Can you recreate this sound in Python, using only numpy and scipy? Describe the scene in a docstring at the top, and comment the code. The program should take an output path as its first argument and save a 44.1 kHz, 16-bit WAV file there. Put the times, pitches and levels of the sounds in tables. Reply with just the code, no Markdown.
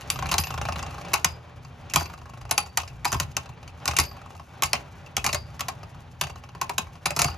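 """In a thin plastic arena on a rug, two toy spinning tops with metal rings clash, heard from close above.
Rims grind in short bursts of gritty noise that excite broad body resonances and narrow shell modes.
Tilted tips knock on the floor about once a turn, and rolling tips whirr and rumble as shaped noise.
Some clashes leave a ring singing in throbbing damped partials, and the shell booms.
A faint appliance hum of narrow noise bands fills the room, whose reflections are decaying noise."""
import sys
import numpy as np
from scipy import signal
from scipy.fft import rfft, irfft, next_fast_len
from scipy.io import wavfile
from scipy.ndimage import uniform_filter1d

SR = 44100
rng = np.random.default_rng(int(sys.argv[2]) if len(sys.argv) > 2 else 0)


def wrap_up_sound(samples):
    """Save the sound to the file named by the first command line argument, as 16-bit audio."""
    columns = np.atleast_2d(samples).T
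    # keep every value between -1 and 1, then stretch to whole-number steps
    tamed = np.clip(columns, -1, 1)
    steps = np.round(tamed * 32767).astype(np.int16)
    wavfile.write(sys.argv[1], SR, steps)


N = 325084


def from_db(db):
    """Decibel law: amplitude gain of a level in dB."""
    return 10 ** (np.asarray(db) / 20)


def rms_one(x):
    """Normalisation of effective value: x scaled to rms 1."""
    return x / np.sqrt(np.mean(x ** 2) + 1e-20)


def at_hz(points, hz):
    """Logarithmic pitch: the table's second column read on a log-frequency axis."""
    table_hz, value = np.transpose(points)
    return np.interp(np.log(hz + 1), np.log(table_hz), value)


def drift(rate):
    """Random modulation: straight lines between normal deviates, `rate` of them per second."""
    knots = rng.standard_normal(2000)
    return np.interp(np.arange(N) / SR * rate, np.arange(len(knots)), knots)


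def coloured(spectrum, shape):
    """Spectral shaping: steady white noise weighted by a spectrum, rms 1."""
    white = rfft(rng.standard_normal(shape))
    weight = from_db(at_hz(spectrum, np.fft.rfftfreq(N, 1 / SR)))
    return rms_one(irfft(white * weight, N))


def resonate(x, hz, width):
    """Damped resonance: a two-pole band-pass with gain 1 on top."""
    r = np.exp(-np.pi * width / SR)
    numerator = [(1 - r * r) / 2, 0, (r * r - 1) / 2]
    denominator = [1, -2 * r * np.cos(2 * np.pi * hz / SR), r * r]
    return signal.lfilter(numerator, denominator, x)


def bursts(times, level_db, fade_ms, rise_ms):
    """Transient contact: a quick rise and an exponential fade of force at each time."""
    out = np.full(N, 1e-12)
    ms = np.arange(SR // 10) * 1000 / SR
    for s, gain, fade in zip(times, from_db(level_db), np.broadcast_to(fade_ms, len(times))):
        i = round(s * SR)
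        push = gain * (1 - np.exp(-ms / rise_ms)) * np.exp(-ms / max(fade, .3))
        out[i:i + len(ms)] += push[:N - i]
    return out


def grit(spread_db):
    """Rough contact: noise whose samples differ widely in size, as uneven micro-contacts do."""
    return rms_one(rng.standard_normal(N) * from_db(spread_db * rng.standard_normal(N)))


def struck(modes, times, level_db, scatter_db):
    """Modal excitation: every blow sets each mode ringing with a strength and sign of its own."""
    out = np.zeros(N)
    at = np.round(np.asarray(times) * SR).astype(int)
    chance = rng.standard_normal((len(at), len(modes), 2))
    for k, (hz, mode_db, t60) in enumerate(modes):
        clicks = np.full(N, 1e-18)
        strength = from_db(level_db + mode_db + scatter_db * chance[:, k, 0])
        np.add.at(clicks, at, strength * np.sign(chance[:, k, 1]))
        r, w = from_db(-60 / (t60 * SR)), 2 * np.pi * hz / SR
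        out += signal.lfilter([0, np.sin(w)], [1, -2 * r * np.cos(w), r * r], clicks)
    return out


def smear(x, ms):
    """Finite contact time: a soft blow pushes for some ms, which weakens its treble."""
    push = np.hanning(round(ms * SR / 1000))
    return signal.fftconvolve(x, push / push.sum())[:N]


def tones(times, hz, level_db, rise_ms, t60):
    """Free damped vibration: one decaying sinusoid for each blow, swelling over some ms."""
    out, t = np.zeros(N), np.arange(SR // 3) / SR
    shape = (1 - np.exp(-1000 * t / rise_ms)) * from_db(-60 * t / t60)
    for s, pitch, gain in zip(times, hz, from_db(level_db)):
        i = round(s * SR)
        out[i:i + len(t)] += (gain * shape * np.sin(2 * np.pi * pitch * t))[:N - i]
    return out


# appliance hum bands: f/Hz, width/Hz, level/dB
HUM_BANDS = [(85.8, 4.6, -51.5), (121.4, 0.97, -52), (166.8, 5.6, -58.5), (241.8, 4.6, -63.5)]


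def hum():
    """Narrow-band noise: sharply filtered noise is heard as wavering low tones of an appliance."""
    return sum(from_db(db) * rms_one(resonate(rng.standard_normal(N), hz, width))
               for hz, width, db in HUM_BANDS)


# modes of the arena's wall and floor: f/Hz, relative level/dB, t60/s
SHELL_MODES = [(393, -13.5, 0.024), (630, -8.5, 0.0086), (702, -1, 0.016), (766.7, -2.5, 0.025),
               (847, -3, 0.019), (918, -3, 0.024), (1077.4, -3, 0.036), (1208.5, -2.5, 0.044),
               (1292, -8.5, 0.0076)]


def shell(force):
    """Forced vibration: a continuous contact force drives the arena's modes."""
    return sum((-1) ** k * from_db(db) * resonate(force, hz, np.log(1000) / np.pi / t60)
               for k, (hz, db, t60) in enumerate(SHELL_MODES))


# broad resonances of the tops' plastic bodies: f/Hz, width/Hz, relative level/dB
BODY_RESONANCES = [(2227, 1030, 0.5), (2736, 587, 4.5), (3953, 510, -2), (4740, 920, 0.5), (6890, 1950, 0),
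                   (9680, 1040, -3), (11500, 3200, -9.5), (15500, 1900, -34)]
TREBLE_SHORTENS = 0.057  # contact length falls with this power of the resonance's pitch


def bodies(force, times, level_db, fade_ms, rise_ms, scatter_db):
    """Source and resonator: each contact excites the plastic in another balance; higher is shorter."""
    balance = scatter_db * rng.standard_normal((len(times), len(BODY_RESONANCES)))
    out = np.zeros(N)
    for k, (hz, width, db) in enumerate(BODY_RESONANCES):
        fade = fade_ms * (hz / 5000) ** -TREBLE_SHORTENS
        contact = force * bursts(times, level_db + db + balance[:, k], fade, rise_ms)
        out += (-1) ** k * resonate(contact, hz, width)
    return out


def chatter(level, sparse_db):
    """Random impacts: scattered tiny contacts of loose parts and floor texture in bodies and shell."""
    force = level * grit(sparse_db)
    plastic = sum((-1) ** k * from_db(db) * resonate(force, hz, width)
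                  for k, (hz, width, db) in enumerate(BODY_RESONANCES))
    return plastic + from_db(3.5) * shell(force)


# levels of the rolling tips before modulation: t/s, rumble level/dB, whirr level/dB
ROLLING_LEVELS = [(0.0, -43, -44), (0.16, -38.5, -49.5), (0.25, -32.5, -42.5), (0.4, -44, -48),
                  (0.6, -43, -45.5), (1.11, -44.5, -43.5), (1.39, -51, -53), (1.85, -47.5, -55),
                  (2.11, -49, -50), (3.05, -47.5, -53.5), (3.3, -39.5, -50.5), (3.51, -51, -57.5),
                  (4.04, -43.5, -45), (4.35, -54.5, -53), (5.29, -47, -50.5), (6.57, -49, -54.5),
                  (7.1, -53.5, -51), (7.37, -52, -47.5)]
# spectrum of the whirr: f/Hz, relative level per Hz/dB
WHIRR_SPECTRUM = [(110, -28), (180, 7.5), (201, -15.5), (239, -3.5), (361, -4.5), (496, -3.5), (839, -1),
                  (2150, -12), (2360, -10.5), (5000, -23), (8140, -32), (13000, -57), (16000, -80.5)]
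# spectrum of the rumble: f/Hz, relative level per Hz/dB
RUMBLE_SPECTRUM = [(21, -44), (35, -6), (86, -7.5), (147, -4.5), (194, -25.5), (260, -24), (340, -80),
                   (570, -120)]


def rolling():
    """Roughness excitation: tips on textured floor give a flickering, grainy whirr and lumpy rumble."""
    s, rumble_db, whirr_db = np.transpose(ROLLING_LEVELS)
    now = np.arange(N) / SR
    whirr_now_db = np.interp(now, s, whirr_db)
    whirr = coloured(WHIRR_SPECTRUM, N) * from_db(whirr_now_db + 2.5 * drift(40.0) + 2 * drift(9.0))
    whirr += chatter(from_db(whirr_now_db - 8.5 + 6 * drift(60)), sparse_db=9.0)
    rumble_now_db = np.interp(now, s, rumble_db) + 3.5 * drift(12)
    return whirr, coloured(RUMBLE_SPECTRUM, N) * from_db(rumble_now_db)


# single knocks, bounces and some lesser clashes, all played as knocks:
# t/s, relative tick level/dB, relative shell level/dB
SINGLE_KNOCKS = [(0.0142, -26.5, -49), (1.6473, -36.5, -42), (1.8974, -25, -54), (2.6601, -32.5, -34.5),
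                 (2.831, -29, -32.5), (2.876, -26.5, -62), (3.457, -34, -37), (3.4902, -32.5, -39.5),
                 (3.6279, -34.5, -37.5), (3.676, -29.5, -43), (3.799, -39, -50), (3.91, -15.5, -26),
                 (3.9337, -25, -28), (4.1115, -40, -35), (5.0606, -33.5, -52), (5.83, -34.5, -33.5),
                 (6.2356, -16.5, -26.5), (6.2679, -26, -32), (6.2972, -28, -31.5), (6.3566, -34, -33),
                 (6.436, -35, -40.5), (6.4883, -36.5, -43.5), (6.549, -34, -33.5), (6.868, -40, -42),
                 (5.5419, -47, -41), (5.946, -52, -39), (6.9531, -36.5, -40), (7.2818, -23.5, -24.5),
                 (0.326, -16, -21), (0.397, -35, -39), (2.799, -21, -33), (4.537, -45, -43),
                 (4.649, -34, -28), (4.751, -15.5, -30.5), (5.178, -18, -27), (5.289, -16, -23),
                 (7.227, -19, -29), (7.208, -12, -30), (7.342, -35.5, -35)]
# the shell rocking on the rug: f/Hz, relative level/dB, t60/s
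BOOM_MODES = [(62, -8.5, 0.67), (81.2, 1, 0.28), (106.3, -10, 0.22), (147.5, 4, 0.089), (233, 1.5, 0.04),
              (344, 1.5, 0.016)]


def knocks():
    """Soft impact: a longer contact gives a duller tick, and its push on the floor rocks the shell."""
    s, tick_db, shell_db = np.hstack([np.transpose(SINGLE_KNOCKS), wobble_knocks()])
    tick = bodies(grit(1.4), s, tick_db + 7.5, fade_ms=3.47, rise_ms=3.2, scatter_db=2.0)
    tick = signal.sosfilt(signal.butter(1, 5000.0, fs=SR, output="sos"), tick)
    # a loose part in the top answers each knock a moment later with two short pings
    for late, pitch, size in rng.standard_normal((len(s), 2, 3)).transpose(1, 2, 0):
        ping_s, ping_hz = s + .002 + .012 * np.abs(late), 2700 + 110 * pitch
        tick += tones(ping_s, ping_hz, tick_db - 10.5 + 2.5 * size, rise_ms=1, t60=.02)
    # the tip skids on after the knock in a run of tiny contacts
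    skid = bursts(s, tick_db - 13.5, fade_ms=14.9, rise_ms=12.0) * from_db(2.94 * drift(220.0))
    tick += chatter(skid, sparse_db=14.0)
    wall = shell(grit(8.8) * bursts(s, shell_db + 22, fade_ms=3.67, rise_ms=0.58))
    wall += smear(struck(SHELL_MODES, s + 0.00154, shell_db - 7.0, scatter_db=2.0), ms=0.36)
    boom = smear(struck(BOOM_MODES, s + 0.0082, shell_db - 10, scatter_db=-1.0), ms=5.23)
    return tick + wall, boom


# metal rings left singing by clashes:
# t/s, ring index, relative level of low partials/dB, relative level of upper partials/dB
SINGING_RINGS = [(0.1, 0, -36, -26), (.383, 0, -21, -17.5), (1.246, 0, -27, -43), (1.959, 0, -26, -25),
                 (2.513, 1, -42, -25), (2.579, 1, -34, -23), (3.054, 0, -25, -48), (3.128, 0, -34, -38),
                 (3.998, 0, -23, -22), (3.997, 1, -26.5, -46), (4.636, 1, -35, -30), (5.264, 1, -34, -35),
                 (5.347, 0, -30.5, -55), (6.211, 1, -37, -34), (7.058, 0, -30, -42), (7.246, 0, -26, -38),
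                 (7.247, 1, -30, -31.5), (1.96, 1, -30, -51), (5.348, 1, -36, -41)]
# partials of each metal ring: f/Hz, relative level/dB, t60/s, lobes passing per turn
RING_MODES = [
    [(4920, -6, .28, 4), (10110, 0, .1, 4), (11945, -10, .3, 4), (12900, -16, .13, 4)],
    [(4605, -2, .33, 2), (4690, -7, .2, 2), (10210, 0, .12, 4)],
]
# rotation of the tops, also pacing the wobble knocks: t/s, rotation f/Hz
SPIN_RATE = [(0, 29), (2.3, 25), (4.3, 22), (7.4, 17)]


def rings():
    """Rotating mode shapes: lobes of struck partials turn with the top, so they throb and break up."""
    s, ring, low_db, upper_db = np.transpose(SINGING_RINGS)
    turns = np.cumsum(np.interp(np.arange(N) / SR, *np.transpose(SPIN_RATE))) / SR
    out = np.zeros(N)
    for k, partials in enumerate(RING_MODES):
        hit = np.round(ring) == k
        for hz, db, t60, lobes in partials:
            lobe = 1 + .45 * np.cos(2 * np.pi * (lobes * turns + rng.random()))
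            throb = lobe * (.55 + .6 * drift(220))
            level_db = db + (upper_db if hz > 6000 else low_db)[hit]
            out += throb * tones(s[hit], np.full(hit.sum(), hz), level_db, rise_ms=2.5, t60=t60)
    return out


# rim on rim; the tones shift with the place of the blow: t/s, relative crack level/dB,
# relative shell level/dB, relative boom level/dB, basic grind fade/ms, shell tone f/Hz, boom tone f/Hz
RIM_CLASHES = [(0.101, -7, -23, -55, 2.16, 1146, 143), (0.314, -15.5, -20, -29.5, 8.4, 1040, 59.4),
               (0.3399, -8, -17, -49, 2, 808, 62), (0.3809, -7.5, -20.5, -25, 4.7, 787, 77),
               (1.1329, -18.5, -15, -53, 7.6, 1060, 146), (1.1388, -3, -22.5, -34.5, 2.2, 1036, 144),
               (1.245, -4.5, -18, -30, 3.1, 1015, 74), (1.936, -15, -24.5, -29, 6.7, 670, 88),
               (1.9587, -1, -11, -23.5, 1.67, 1000, 85), (2.0087, -20, -20, -30, 1.4, 990, 95.5),
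               (2.51, -9, -17.5, -35, 4.2, 863, 80.4), (2.5778, -8, -15.5, -41, 3.4, 837, 80.5),
               (2.7722, -8, -17, -36.5, 3.4, 895, 81.4), (3.0469, -8, -25.5, -59, 1.06, 980, 129),
               (3.052, -9.5, -14, -33, 2, 978, 135), (3.1185, -10.5, -22, -25, 1.14, 1090, 100),
               (3.1263, -18, -22, -25.5, 5.9, 1020, 105), (3.1445, -17, -21.5, -25.5, 1.2, 1060, 101),
               (3.1989, -11, -17.5, -28.5, 3.2, 1020, 108.5), (3.3665, -10, -19.5, -38, 2.37, 1075, 76.6),
               (3.8556, -18.5, -27, -37, 2.2, 1470, 143), (3.877, -13, -16, -28.5, 5.1, 1074, 74),
               (3.965, -13, -28, -41, 5.2, 1350, 92), (3.9859, -4, -13.5, -26, 3.3, 1102, 79),
               (3.998, -11.5, -41, -25, 4.2, 810, 78.7), (4.622, -5.5, -15, -33, 1.9, 1120, 76.6),
               (4.6332, -9.5, -28, -29.5, 3.8, 1093, 75.4), (4.731, -4.5, -14, -30, 1.77, 1050, 72.4),
               (5.1666, -7.5, -19.5, -31, 2, 692, 119), (5.242, -19.5, -22, -35.5, 8.2, 1260, 135),
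               (5.2631, -4, -18.5, -32.5, 1.94, 1190, 137), (5.3283, -15, -26, -26.5, 4.6, 630, 73.4),
               (5.345, -16, -19, -47, 4.2, 613, 81), (5.5933, -28.5, -25.5, -64, 4.2, 1100, 78),
               (5.6069, -13.5, -25.5, -40, 2.74, 1137, 82), (5.683, -19.5, -22.5, -48, 5, 706, 71),
               (6.2114, -11, -19.5, -33, 3.9, 1010, 145), (6.6132, -16, -18, -40, 3.4, 1050, 83),
               (6.6941, -20, -18.5, -60, 3, 947, 127), (6.7808, -9, -17, -29.5, 3.64, 1047, 75),
               (7.056, -15.5, -19.5, -31, 8.4, 755, 171), (7.1052, -20, -21.5, -33.5, 3.7, 596, 164),
               (7.1628, -19.5, -23, -32, 7.6, 1190, 74), (7.19, -14, -17, -27, 8.2, 1175, 74.5),
               (7.217, -5, -20, -39, 3.2, 847, 127), (7.2434, -11, -17.5, -25, 2.5, 704, 141.5)]


def clashes():
    """Coupled resonators: gritty bursts crack in the bodies, drive the shell and boom a little late."""
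    s, crack_db, shell_db, boom_db, grind_ms, shell_hz, boom_hz = np.transpose(RIM_CLASHES)
    crack = bodies(grit(5.0), s, crack_db + 6.0, grind_ms, rise_ms=0.8, scatter_db=1.5)
    wall = shell(grit(2.6) * bursts(s, shell_db + 19.0, grind_ms + 3.7, rise_ms=0.77))
    # one tone of the shell stands out
    wall += tones(s, shell_hz, shell_db - 0.5, rise_ms=3.1, t60=0.044)
    rattle = bursts(s, crack_db - 23, fade_ms=29.6, rise_ms=3.7) * from_db(5.1 * drift(150.0))
    crack += chatter(rattle, sparse_db=5.5)
    boom = smear(struck(BOOM_MODES, s + 0.01038, boom_db - 6.5, scatter_db=4.0), ms=1.8)
    boom += tones(s + 0.0037, boom_hz, boom_db + 6.0, rise_ms=23.0, t60=0.15)
    return crack + wall + rings(), boom


# spells of wobbling, before jitter: first knock t/s, last knock t/s
WOBBLE_SPELLS = [(0.1563, 0.2904), (0.4339, 0.5756), (0.6156, 0.8624), (0.908, 1.1173), (2.0563, 2.4915),
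                 (4.1667, 4.396)]
# how hard a tilted top knocks: t/s, relative tick level/dB, relative shell level/dB
TILT_LEVELS = [(0.15, -24.5, -25), (0.29, -16.5, -29.5), (0.43, -17, -28.5), (0.5, -21.5, -23),
               (0.63, -18.5, -19), (0.82, -21.5, -26.5), (0.9, -30, -32), (1.12, -29, -36),
               (2.05, -28.5, -36), (2.2, -40.5, -39), (2.45, -34.5, -38), (4.4, -38.5, -36.5)]
KNOCK_JITTER_S, KNOCK_SCATTER_DB = .001, 2  # standard deviations


def wobble_knocks():
    """Periodic impact: a tilted top knocks about once a turn, a little uneven in time and strength."""
    spells = []
    for first, last in WOBBLE_SPELLS:
        turns = round((last - first) * np.interp(first, *np.transpose(SPIN_RATE)))
        spells.append(np.linspace(first, last, turns + 1))
    s = np.concatenate(spells)
    late, sharp, heavy = rng.standard_normal((len(s), 3)).T
    when, tick_db, shell_db = np.transpose(TILT_LEVELS)
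    return [s + KNOCK_JITTER_S * late,
            np.interp(s, when, tick_db) + KNOCK_SCATTER_DB * sharp,
            np.interp(s, when, shell_db) + KNOCK_SCATTER_DB * heavy]


# reverberation time: f/Hz, t60/s
REVERB_TIME = [(300, 0.35), (1000, 0.13), (3000, 0.15), (7000, 0.042), (13000, 0.055)]
ROOM_DB = -11  # reflections relative to the near sound


def room(x):
    """Diffuse reverberation: dense reflections off bowl and room, partly unlike at each ear."""
    t = np.arange(SR // 3) / SR
    echo = np.zeros((2, len(t)))
    for low in 250 * 2. ** np.arange(6):  # each octave dies at its own rate
        octave = signal.butter(2, [low, 2 * low], "band", fs=SR, output="sos")
        band = signal.sosfilt(octave, rng.standard_normal(echo.shape))
        echo += band * from_db(-60 * t / at_hz(REVERB_TIME, low * np.sqrt(2)))
    echo *= 1 - np.exp(-t / 0.003)  # the first reflections need a moment to arrive
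    common = 0.68  # share heard alike at both ports
    echo = common * echo[0] + np.sqrt(1 - common ** 2) * echo[1] * [[1], [-1]]
    unit_energy = echo / np.sqrt(np.sum(echo ** 2) / 2)
    return signal.fftconvolve(x[None], unit_energy, axes=1)[:, :N]


def scene():
    """Superposition: all sources add near the middle, with the room around them."""
    (clash, boom), (knock, thud), (whirr, rumble) = clashes(), knocks(), rolling()
    near = clash + knock + whirr
    low = boom + thud + rumble + hum()
    # the bass differs a little between the ports, in step with its own running level
    low_level = np.sqrt(uniform_filter1d(low ** 2, size=2000) + 1e-18)
    low_side = from_db(-17.5) * coloured(RUMBLE_SPECTRUM, N) * low_level
    low = low + low_side * [[1], [-1]]
    # the microphone picks up little deep bass
    low = signal.sosfilt(signal.butter(4, 48.0, "high", fs=SR, output="sos"), low)
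    return near + from_db(ROOM_DB) * room(near) + low


# phase between two microphone ports: f/Hz, lead of the left/rad
PORT_LEAD = [(0, 0), (1460, -.1), (2410, 1.2), (3360, .1), (5080, .8), (6290, -.2), (7670, -2.9),
             (9470, -3.8), (10600, -6.0), (12100, -6.4), (14000, -9.3), (16700, -9.5)]
# level between the ports: f/Hz, left minus right level/dB
PORT_BALANCE = [(200, .5), (1290, 0), (2380, 2.5), (4400, 1.5), (8120, 0)]
CUTOFF_HZ = 17200


def record(dry):
    """Interchannel difference: ports in one case differ in phase and level; peaks round, top is cut."""
    size = next_fast_len(N + 1000)
    hz = np.fft.rfftfreq(size, 1 / SR)
    lead = np.interp(hz, *np.transpose(PORT_LEAD))
    half = from_db(at_hz(PORT_BALANCE, hz) / 2) * np.exp(.5j * lead)  # half the difference for each port
    ports = irfft(rfft(dry, size) * [half, 1 / half], size)[:, :N]
    return signal.sosfilt(signal.cheby2(12, 70, CUTOFF_HZ, fs=SR, output="sos"), np.tanh(ports))


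dry = scene()
out = record(dry)
wrap_up_sound(out)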